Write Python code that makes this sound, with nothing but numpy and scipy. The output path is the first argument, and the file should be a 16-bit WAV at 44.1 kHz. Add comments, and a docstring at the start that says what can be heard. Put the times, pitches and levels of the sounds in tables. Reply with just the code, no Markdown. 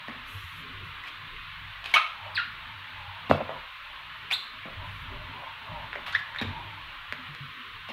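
"""Foam sandals on tile

A small hard room with a tiled floor, heard from a phone near the ground as the feet move near and far.
The soles squeak in short stick-slip glides, tick in short rings as they peel and knock as a push rings
sole and floor; scuffs and rustling trousers are shaped noise, and soft thumps are low fading tones.
A steady hiss and a lumpy low rumble lie under it, and the phone's gain sinks after the loudest sounds."""
import sys
import numpy as np
from scipy import signal
from scipy.fft import rfft, irfft, next_fast_len
from scipy.io import wavfile
from scipy.ndimage import uniform_filter1d, map_coordinates

SR = 44100
rng = np.random.default_rng(int(sys.argv[2]) if len(sys.argv) > 2 else 0)


def waveform_to_disk(signal):
    """Save audio, clipped to [-1, 1], as 16-bit WAV at the path in sys.argv[1]."""
    frames = np.transpose(np.atleast_2d(signal))
    scaled = np.clip(frames, -1, 1) * 32767
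    samples = np.round(scaled).astype(np.int16)
    wavfile.write(sys.argv[1], SR, samples)


N = 349429  # length in samples

# All source levels are ahead of the microphone; colours are relative, since each noise is set to rms 1.
# Colours of the background: hiss, its wavering low edge, rumble, murmur, deep rumble: pitch_hz, level_db
HISS_COLOUR = [(700, -14.5), (850, -16.5), (1050, 6.5), (1300, 4.5), (2900, 3.5), (4000, -2), (5000, -12.5),
               (7000, -12.5), (10000, -8), (15700, 3.5)]
HISS_EDGE_COLOUR = [(480, -23.5), (600, -7.5), (750, -10.5), (900, 3.5), (1050, -1), (1300, -25)]
RUMBLE_COLOUR = [(55, -32), (75, -15), (95, 0.5), (120, -13.5), (160, -9), (220, -36)]
MURMUR_COLOUR = [(130, -0.5), (170, -11), (250, 2), (330, -5.5), (550, -9.5), (700, -23)]
DEEP_COLOUR = [(12, -19), (25, 9), (35, -11), (52, 8.5), (65, -3.5), (85, -62)]
# Background levels before the random swells: time_s, rumble_db, murmur_db, hiss_edge_db, deep_db
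LOW_LEVELS = [(0.0, -63, -75.5, -56.5, -66), (0.6, -56, -62.5, -68, -59.5), (0.93, -58, -64.5, -63, -62),
              (1.39, -60.5, -62, -63.5, -58.5), (1.7, -55, -71, -57, -55), (1.98, -62, -69.5, -51, -60.5),
              (2.56, -61, -66, -57.5, -62), (3.04, -60.5, -71, -56.5, -64), (3.22, -53, -63.5, -52, -62),
              (3.46, -52, -53, -43.5, -61), (3.62, -74, -105, -51, -57), (3.84, -64, -71, -60, -64.5),
              (4.12, -62, -68, -57.5, -67), (4.59, -63, -69, -53.5, -64), (4.89, -47.5, -66, -56.5, -53),
              (5.23, -52.5, -60.5, -54.5, -56), (5.47, -60.5, -64.5, -52, -66), (5.78, -60, -62, -55, -62),
              (6.24, -63, -70.5, -56.5, -65), (6.51, -50.5, -64.5, -47.5, -55),
              (6.97, -62.5, -66.5, -59, -61.5), (7.34, -49, -61, -61, -60), (7.63, -67, -66, -73, -72),
              (7.92, -54, -71, -61, -64)]
HISS_DB = -42
LUMPS_PER_S, LUMP_DB, SHARED_DB = 8, 3, 2.5  # random swells: knots a second, each layer alone, all together

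# Knocks of the sole landing: start_s, level_db (relative), floor_thud_db (relative to sole), hardness_hz
KNOCKS = [(0.082, -32, -11.5, 1500), (3.297, -22, -3.5, 1800), (3.3009, -23, -10, 1480),
          (3.305, -28, -6, 1500), (3.3115, -1, -20.5, 1420), (3.4035, -23, -24, 1200),
          (3.4065, -22, -29, 1230), (3.4102, -19, -25, 1180), (3.416, -20, -22, 950),
          (3.4924, -22.5, -33, 1600), (3.5035, -28, -45, 1440), (3.5112, -29, -38, 1140),
          (3.5188, -35, -18.5, 1280), (4.654, -34, -9.5, 1200), (4.66, -37, -10, 1000),
          (4.684, -33, -35, 990), (5.957, -27, -47, 900), (6.413, -25, -7, 1490), (7.124, -35, -15, 1500),
          (7.888, -37.5, -16, 1500)]
# Modes of the hollow sole: pitch_hz, width_hz, level_db
SOLE_MODES = [(576, 217, 8.5), (680, 365, 6), (1140, 290, 2), (1600, 1240, -8)]
# Modes of the floor and the air over it: pitch_hz, width_hz, level_db
FLOOR_MODES = [(97.2, 4, -3.5), (146, 10.7, -1.5), (238.7, 26, 7.5), (249, 125, -2)]
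# Sole and skin peeling apart: start_s, level_db (relative), pitch_hz, ring_t60_s (before its limits),
# crack_db (relative to ring)
TICKS = [(0.0827, -31, 1850, 0.018, -4), (1.038, -33, 1930, 0.013, -4), (1.076, -33, 2380, .012, -12),
         (1.842, -27, 3060, 0.0074, -2), (1.8592, -26, 3050, 0.0089, 2), (1.8844, -45, 2040, .012, 0),
         (1.9148, -33, 2240, 0.0091, 0), (4.3055, -27, 2550, 0.011, -6), (4.634, -33, 2300, 0.018, -23),
         (5.9305, -9.5, 1800, 0.0017, -34), (5.9546, -21.5, 1690, 0.0054, -17),
         (5.9585, -24, 2040, .01, -19), (6.063, -32, 2300, 0.014, -4), (6.348, -25.5, 1660, 0.0087, -14),
         (6.3614, -17.5, 1820, 0.0042, -16), (6.391, -23, 2070, 0.0066, -8),
         (7.1244, -8.5, 1850, 0.0021, -15), (7.349, -51.5, 2000, .01, 19.5), (7.539, -39, 1740, .012, -5),
         (7.8893, -36.5, 2710, 0.014, -28)]
# Swells of cloth: start_s, length_s, start_level_db, end_level_db
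RUSTLES = [(.28, .33, -37.5, -41.5), (.85, 0.061, -48, -52), (3.91, .11, -61, -58), (4.85, 0.18, -50, -48)]
# Colour of the cloth: pitch_hz, level_db
CLOTH_COLOUR = [(3000, -29), (6000, -2.5), (8700, -0.5), (11600, 11), (15500, 7)]
RUSTLE_RISE_DB_PER_S, RUSTLE_FALL_DB_PER_S = 750, 480
# Weight shifting and phone handling: start_s, level_db (before the soft start), pitch_hz, t60_s
THUMPS = [(0.346, -31, 97.7, 0.16), (0.435, -32.5, 86, 0.15), (2.212, -40, 94, 0.3),
          (3.069, -36, 95.5, 0.32), (3.306, -23.5, 88.6, 0.2), (4.768, -31.5, 94.5, 0.18),
          (4.996, -33.5, 88, 0.13), (5.078, -31.5, 90.5, 0.12), (5.688, -32, 103.4, 0.14),
          (6.417, -34, 97, 0.4), (6.469, -27, 92.6, 0.21), (6.649, -37, 99, 0.26), (5.71, -37, 159, 0.17),
          (7.185, -38, 252, 0.14), (7.285, -36, 146, 0.2), (7.59, -43, 250, 0.13),
          (7.402, -31.5, 139, 0.19)]
# A sole slaps flat and drags: start_s, length_s, start_level_db, end_level_db (before the grains)
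SCUFFS = [(1.04, 0.045, -51, -38.5), (1.845, 0.12, -39.5, -44.5), (1.94, 0.071, -19, -48),
          (3.297, 0.13, -28.5, -60), (4.311, 0.031, -25.5, -35.5), (6.065, 0.22, -33, -78),
          (6.153, .047, -57, -39), (6.414, 0.019, -28.5, -51), (7.889, 0.02, -35.5, -74)]
# Colour of the grit: pitch_hz, level_db
GRIT_COLOUR = [(300, -63), (600, 2.5), (2500, 10), (6000, 0), (9000, 1), (15000, 11)]
SCUFF_RISE_DB_PER_S, SCUFF_FALL_DB_PER_S = 9000, 2500
# Sole slipping on tile: start_slope_db, end_slope_db (overtones; above 0 counts as 0), roughness (0-1),
# glide of (time_s, slip_rate_hz, level_db before the bass cut)
SQUEAKS = [ (-14, -20, 0.31, [(1.936, 1910, -39), (1.941, 2264, -13), (1.95, 2247, -20.5),
           (1.955, 2265, -37), (1.962, 2370, -15.5), (1.97, 2400, -39.5)]),
           (0, -1, 0.43, [(1.939, 3230, -21.5), (1.953, 3037, -21.5), (1.957, 3080, -39)]),
           (-10, -0.5, 0.27, [(1.947, 950, -56), (1.953, 993, -25), (1.963, 1236, -17),
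           (1.973, 1343, -16.5), (1.979, 1380, -49)]), (1, -10, .05, [(2.348, 5060, -35),
           (2.352, 4760, -31.5), (2.36, 4020, -25), (2.364, 3520, -34), (2.368, 3100, -39)]),
           (-8.5, -2, 0.11, [(2.367, 2590, -14), (2.371, 2448, -36), (2.378, 1678, -20.5),
           (2.386, 1437, -28), (2.396, 1420, -27), (2.404, 1300, -28)]),
           (-18, -20, 0.055, [(4.311, 2180, -37), (4.3125, 2280, -16.5), (4.3155, 2317, -30),
           (4.317, 2380, -39)]), (11, -3, 0.32, [(4.317, 2590, -34), (4.321, 2963, -27),
           (4.33, 3530, -24.5), (4.336, 3700, -23.5), (4.34, 3980, -20), (4.343, 4230, -34),
           (4.348, 4420, -24)]), (-3, -1, 0.56, [(6.064, 1020, -68), (6.082, 1206, -38), (6.096, 938, -59),
           (6.114, 957, -41)]), (1.5, -9.5, 0.25, [(6.124, 1163, -41), (6.14, 1634, -34),
           (6.146, 1650, -36), (6.151, 1703, -14.5), (6.156, 1876, -22), (6.165, 2020, -26)]),
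           (-25, -30, 0.26, [(6.385, 4740, -41), (6.387, 3870, -22), (6.391, 3700, -45)]), ]

# Nearest surfaces: delay_s, level_db (relative)
WALLS = [(.0011, -9.5), (.0027, -9), (.0046, -2), (.0071, -4), (.0098, 1.5), (.0134, 3), (0.0206, -10),
         (0.022, -15)]
# Decay of the room: pitch_hz, t60_s
ROOM_DECAY = [(100, 0.33), (500, 0.37), (1300, 0.42), (3500, 0.43), (9000, 0.39)]
# How much the room answers as the sounding foot is far from the phone or near: time_s, level_db (relative)
FOOT_DISTANCE = [(0, 3), (1.9, -4), (2.4, -2), (3.3, -7), (3.4, -13), (3.55, 4), (4.315, -13.5), (4.34, 0),
                 (5.9, -1), (6.15, -6.5), (6.4, 0.5), (7.12, -4.5), (7.92, 7.5)]
SOFT_HZ = 6100  # walls and furniture swallow the treble above this
# Colour of the phone microphone: pitch_hz, level_db
MICROPHONE = [(20, 3), (3600, 2), (4300, -2), (5000, -8), (7000, -17.5), (11600, -23.5), (15700, -31)]
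TOP_HZ = 15780  # nothing is heard above this


def amp(db):
    """Gain of a level in dB."""
    return 10 ** (np.asarray(db) / 20)


def along(points, hz):
    """Values at hz, read between (Hz, value) points on a log axis."""
    f, v = np.transpose(points)
    return np.interp(np.log(hz + 1), np.log(f + 1), v)


def curves(rows):
    """One value per sample for each column after the time."""
    s, *cols = np.transpose(rows)
    return [np.interp(np.arange(N) / SR, s, c) for c in cols]


def filtered(x, response):
    """x passed through a complex response of frequency."""
    m = next_fast_len(N + SR // 2)
    spectrum = rfft(x, m) * response(np.fft.rfftfreq(m, 1 / SR))
    return irfft(spectrum, m)[..., :N]


def no_bass(x, corner_hz):
    """A small source sends out little bass: a gentle slope below the corner."""
    return filtered(x, lambda hz: 1j * hz / (corner_hz + 1j * hz))


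def resonances(modes):
    """The causal response of a few damped modes, added with alternating sign."""
    def response(f):
        total = 0
        for k, (centre, width, db) in enumerate(modes):
            damping = 1j * f * width
            total = total + (-1) ** k * amp(db) * damping / (centre ** 2 - f * f + damping)
        return total
    return response


def noise(colour, patchy_db):
    """Coloured noise of rms 1 with patches of random gain in time and pitch."""
    z = signal.stft(rng.standard_normal(N), nperseg=2048)[2]
    field = uniform_filter1d(rng.standard_normal(z.shape), size=3, axis=0)
    field = uniform_filter1d(field, size=3, axis=1)
    x = signal.istft(z * amp(patchy_db * field / field.std()), nperseg=2048)[1][:N]
    # the colour falls away to -90 dB an octave beyond either end
    closed = [(colour[0][0] / 2, -90), *colour, (colour[-1][0] * 2, -90)]
    x = filtered(x, lambda hz: amp(along(closed, hz)))
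    return x / x.std()


def wobble(rate):
    """A smooth random curve, rate knots a second."""
    knots = rng.standard_normal(int(N * rate / SR) + 4)
    return map_coordinates(knots, [np.arange(N) * rate / SR])


def strokes(rows, rise, fall):
    """Envelope of strokes: a rise, a steady drift in level, a fall (slopes in dB per s)."""
    t, total = np.arange(N) / SR, np.zeros(N)
    for s, length, start_db, end_db in rows:
        drift_db = np.interp(t, [s, s + length], [start_db, end_db])
        before_db = rise * np.maximum(s - t, 0)
        after_db = fall * np.maximum(t - s - length, 0)
        total += amp(drift_db - before_db - after_db)
    return total


def background():
    """A hiss over low noise layers that swell and sink at random, each alone and all together."""
    shared_db = SHARED_DB * wobble(LUMPS_PER_S)
    rumble_db, murmur_db, edge_db, deep_db = (
        db + shared_db + LUMP_DB * wobble(LUMPS_PER_S) for db in curves(LOW_LEVELS))
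    rumble = amp(rumble_db) * noise(RUMBLE_COLOUR, patchy_db=1.5)
    deep = amp(deep_db) * noise(DEEP_COLOUR, patchy_db=0.3)
    murmur = amp(murmur_db) * noise(MURMUR_COLOUR, patchy_db=4.5)
    edge = amp(edge_db) * noise(HISS_EDGE_COLOUR, patchy_db=4.5)
    hiss = amp(HISS_DB) * noise(HISS_COLOUR, patchy_db=1.6)
    return hiss + rumble + deep + murmur + edge


def knocks():
    """A landing is a push, shorter when the blow is harder, that rings the sole and the floor."""
    sole, floor, t = np.zeros(N + SR), np.zeros(N + SR), np.arange(SR // 50) / SR
    for s, db, thud_db, hard_hz in KNOCKS:
        push = t * np.exp(-2 * np.pi * hard_hz * t)
        push /= push.sum()
        # the narrow modes take little of a push, hence the added gains
        sole[round(s * SR):][:len(t)] += amp(db + 30) * push
        floor[round(s * SR):][:len(t)] += amp(db + thud_db + 49.0) * push
    return filtered(sole[:N], resonances(SOLE_MODES)) + filtered(floor[:N], resonances(FLOOR_MODES))


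def ticks():
    """Peeling gives a short damped ring with a thin crack of noise."""
    out, t = np.zeros(N + SR), np.arange(SR // 20) / SR
    soft_start = 1 - np.exp(-t / .0003)
    for s, db, hz, t60, crack_db in TICKS:
        t60 = np.clip(t60, 1 / 500, 1 / 60)
        ring = np.sin(2 * np.pi * hz * t) * amp(-60 * t / t60)
        crack = amp(crack_db - 60 * t / .01) * rng.standard_normal(len(t))  # dies in 10 ms
        out[round(s * SR):][:len(t)] += amp(db + 3.5) * (ring + crack) * soft_start
    return no_bass(out[:N], 900)


def rustle():
    """Trouser cloth rubbing: short swells of bright, faint noise."""
    swells = strokes(RUSTLES, RUSTLE_RISE_DB_PER_S, RUSTLE_FALL_DB_PER_S)
    return swells * noise(CLOTH_COLOUR, patchy_db=5.0)


def thumps():
    """Slow pushes: each is one low decaying ring with a soft start."""
    out, t = np.zeros(N + SR), np.arange(SR // 2) / SR
    soft_start = 1 - np.exp(-t / 0.013)
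    for s, db, hz, t60 in THUMPS:
        ring = amp(db - 60 * t / t60) * np.sin(2 * np.pi * hz * t)
        out[round(s * SR):][:len(t)] += ring * soft_start
    return out[:N]


def scuffs():
    """A sole slapping and dragging over grit: coloured noise in uneven grains of 40 samples."""
    sizes = np.minimum(rng.exponential(size=N // 40 + 1), 3)
    grains = amp(2.5 * sizes.repeat(40)[:N] - 3)
    drags = strokes(SCUFFS, SCUFF_RISE_DB_PER_S, SCUFF_FALL_DB_PER_S)
    return drags * noise(GRIT_COLOUR, patchy_db=3.5) * grains


def squeaks():
    """Stick-slip: overtones on the slip rate, shaken by uneven grip, with a puff of noise at each slip."""
    out, k = np.zeros(N), np.arange(1, 9)[:, None]  # k numbers the overtones
    for first_db, last_db, rough, glide in SQUEAKS:
        s, *cols = np.transpose(glide)
        at = np.arange(round(s[0] * SR), round(s[-1] * SR))
        hz, db = (np.interp(at / SR, s, c) for c in cols)
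        chance = rng.standard_normal((3, 4000))
        # smoothed over 40 samples, then restored to unit spread
        grip = uniform_filter1d(chance, size=40, axis=1)[:, :len(at)] * np.sqrt(40)
        slope_db = np.minimum(np.linspace(first_db, last_db, len(at)), 0)
        phase = np.cumsum(2 * np.pi * hz * (1 + 0.14 * rough * grip[0])) / SR
        # the slip is nearly symmetric, so even overtones are weaker
        overtone_db = slope_db * (k - 1) ** 1.64 - 5.0 * (k % 2 == 0)
        stack = amp(overtone_db) * np.sin(k * phase) * (k * hz < TOP_HZ)
        tone = (1 + 0.85 * rough * grip[1]) * stack.sum(0)
        puffs = amp(-13.0) * rough * chance[2, :len(at)] * (1 + np.cos(phase))
        out[at] += amp(db) * (tone + puffs) * signal.windows.tukey(len(at), .1)
    return no_bass(out, 700)


def walls(x):
    """Early echoes: delayed copies from the tiles, the furniture and the door."""
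    return sum(amp(db) * np.pad(x, (round(s * SR), 0))[:N] for s, db in WALLS)


def room(x):
    """Each frequency dies at its own speed; the feet move, so each quarter second has its own tail."""
    step = SR // 4
    parts = np.pad(x, (0, -N % step)).reshape(-1, step)
    hz, t, z = signal.stft(rng.standard_normal((len(parts), SR * 3 // 4)), SR, nperseg=256)
    decay = amp(-60 * t / along(ROOM_DECAY, hz)[:, None])
    tails = signal.istft(z * decay, SR, nperseg=256)[1]
    tails = tails / np.linalg.norm(tails, axis=1, keepdims=True)
    wet = signal.fftconvolve(parts, tails, axes=1)
    out, lag = np.zeros(N + 2 * SR), round(.006 * SR)  # the tail starts 6 ms late
    for k, w in enumerate(wet):
        out[lag + k * step:][:len(w)] += w
    return out[:N]


def scene():
    """The feet with the room's answer, over thumps, rustle and background."""
    bed, low, clicks = background(), knocks(), ticks()
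    cloth, pushes = rustle(), thumps()
    slips = scuffs() + squeaks()
    far = amp(curves(FOOT_DISTANCE)[0])
    far_high = far * (slips + amp(-4.0) * clicks)
    far_low = far * low
    echoes = amp(-8.0) * walls(far_high) + amp(-17.0) * walls(far_low)
    answer = echoes + room(amp(0.5) * far_high + amp(-0.5) * far_low)
    soft_answer = filtered(answer, lambda hz: 1 / (1 + 1j * hz / SOFT_HZ))
    feet = slips + clicks + low + soft_answer
    return (feet + pushes + bed + cloth)[None]


def record(dry):
    """Microphone colour, a gain that sinks after loud peaks and recovers slowly, soft clipping, band limit."""
    x = filtered(dry, lambda hz: amp(along(MICROPHONE, hz)))
    hop = SR // 100
    peaks = np.abs(np.pad(x[0], (0, -N % hop))).reshape(-1, hop).max(1)
    excess_db = np.maximum(20 * np.log10(peaks + 1e-9) + 9.0, 0)  # above -9 dB
    cut_db = signal.lfilter([.04], [1, -np.exp(-.01 / 1.6)], excess_db)  # recovers with a 1.6 s time constant
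    x = x * amp(-np.interp(np.arange(N), hop * np.arange(len(cut_db)), cut_db))
    x = x / (1 + np.abs(x / .8) ** 4) ** (1 / 4)  # the input stage rounds off the highest peak
    return filtered(x, lambda hz: hz < TOP_HZ)


dry = scene()
out = record(dry)
waveform_to_disk(out)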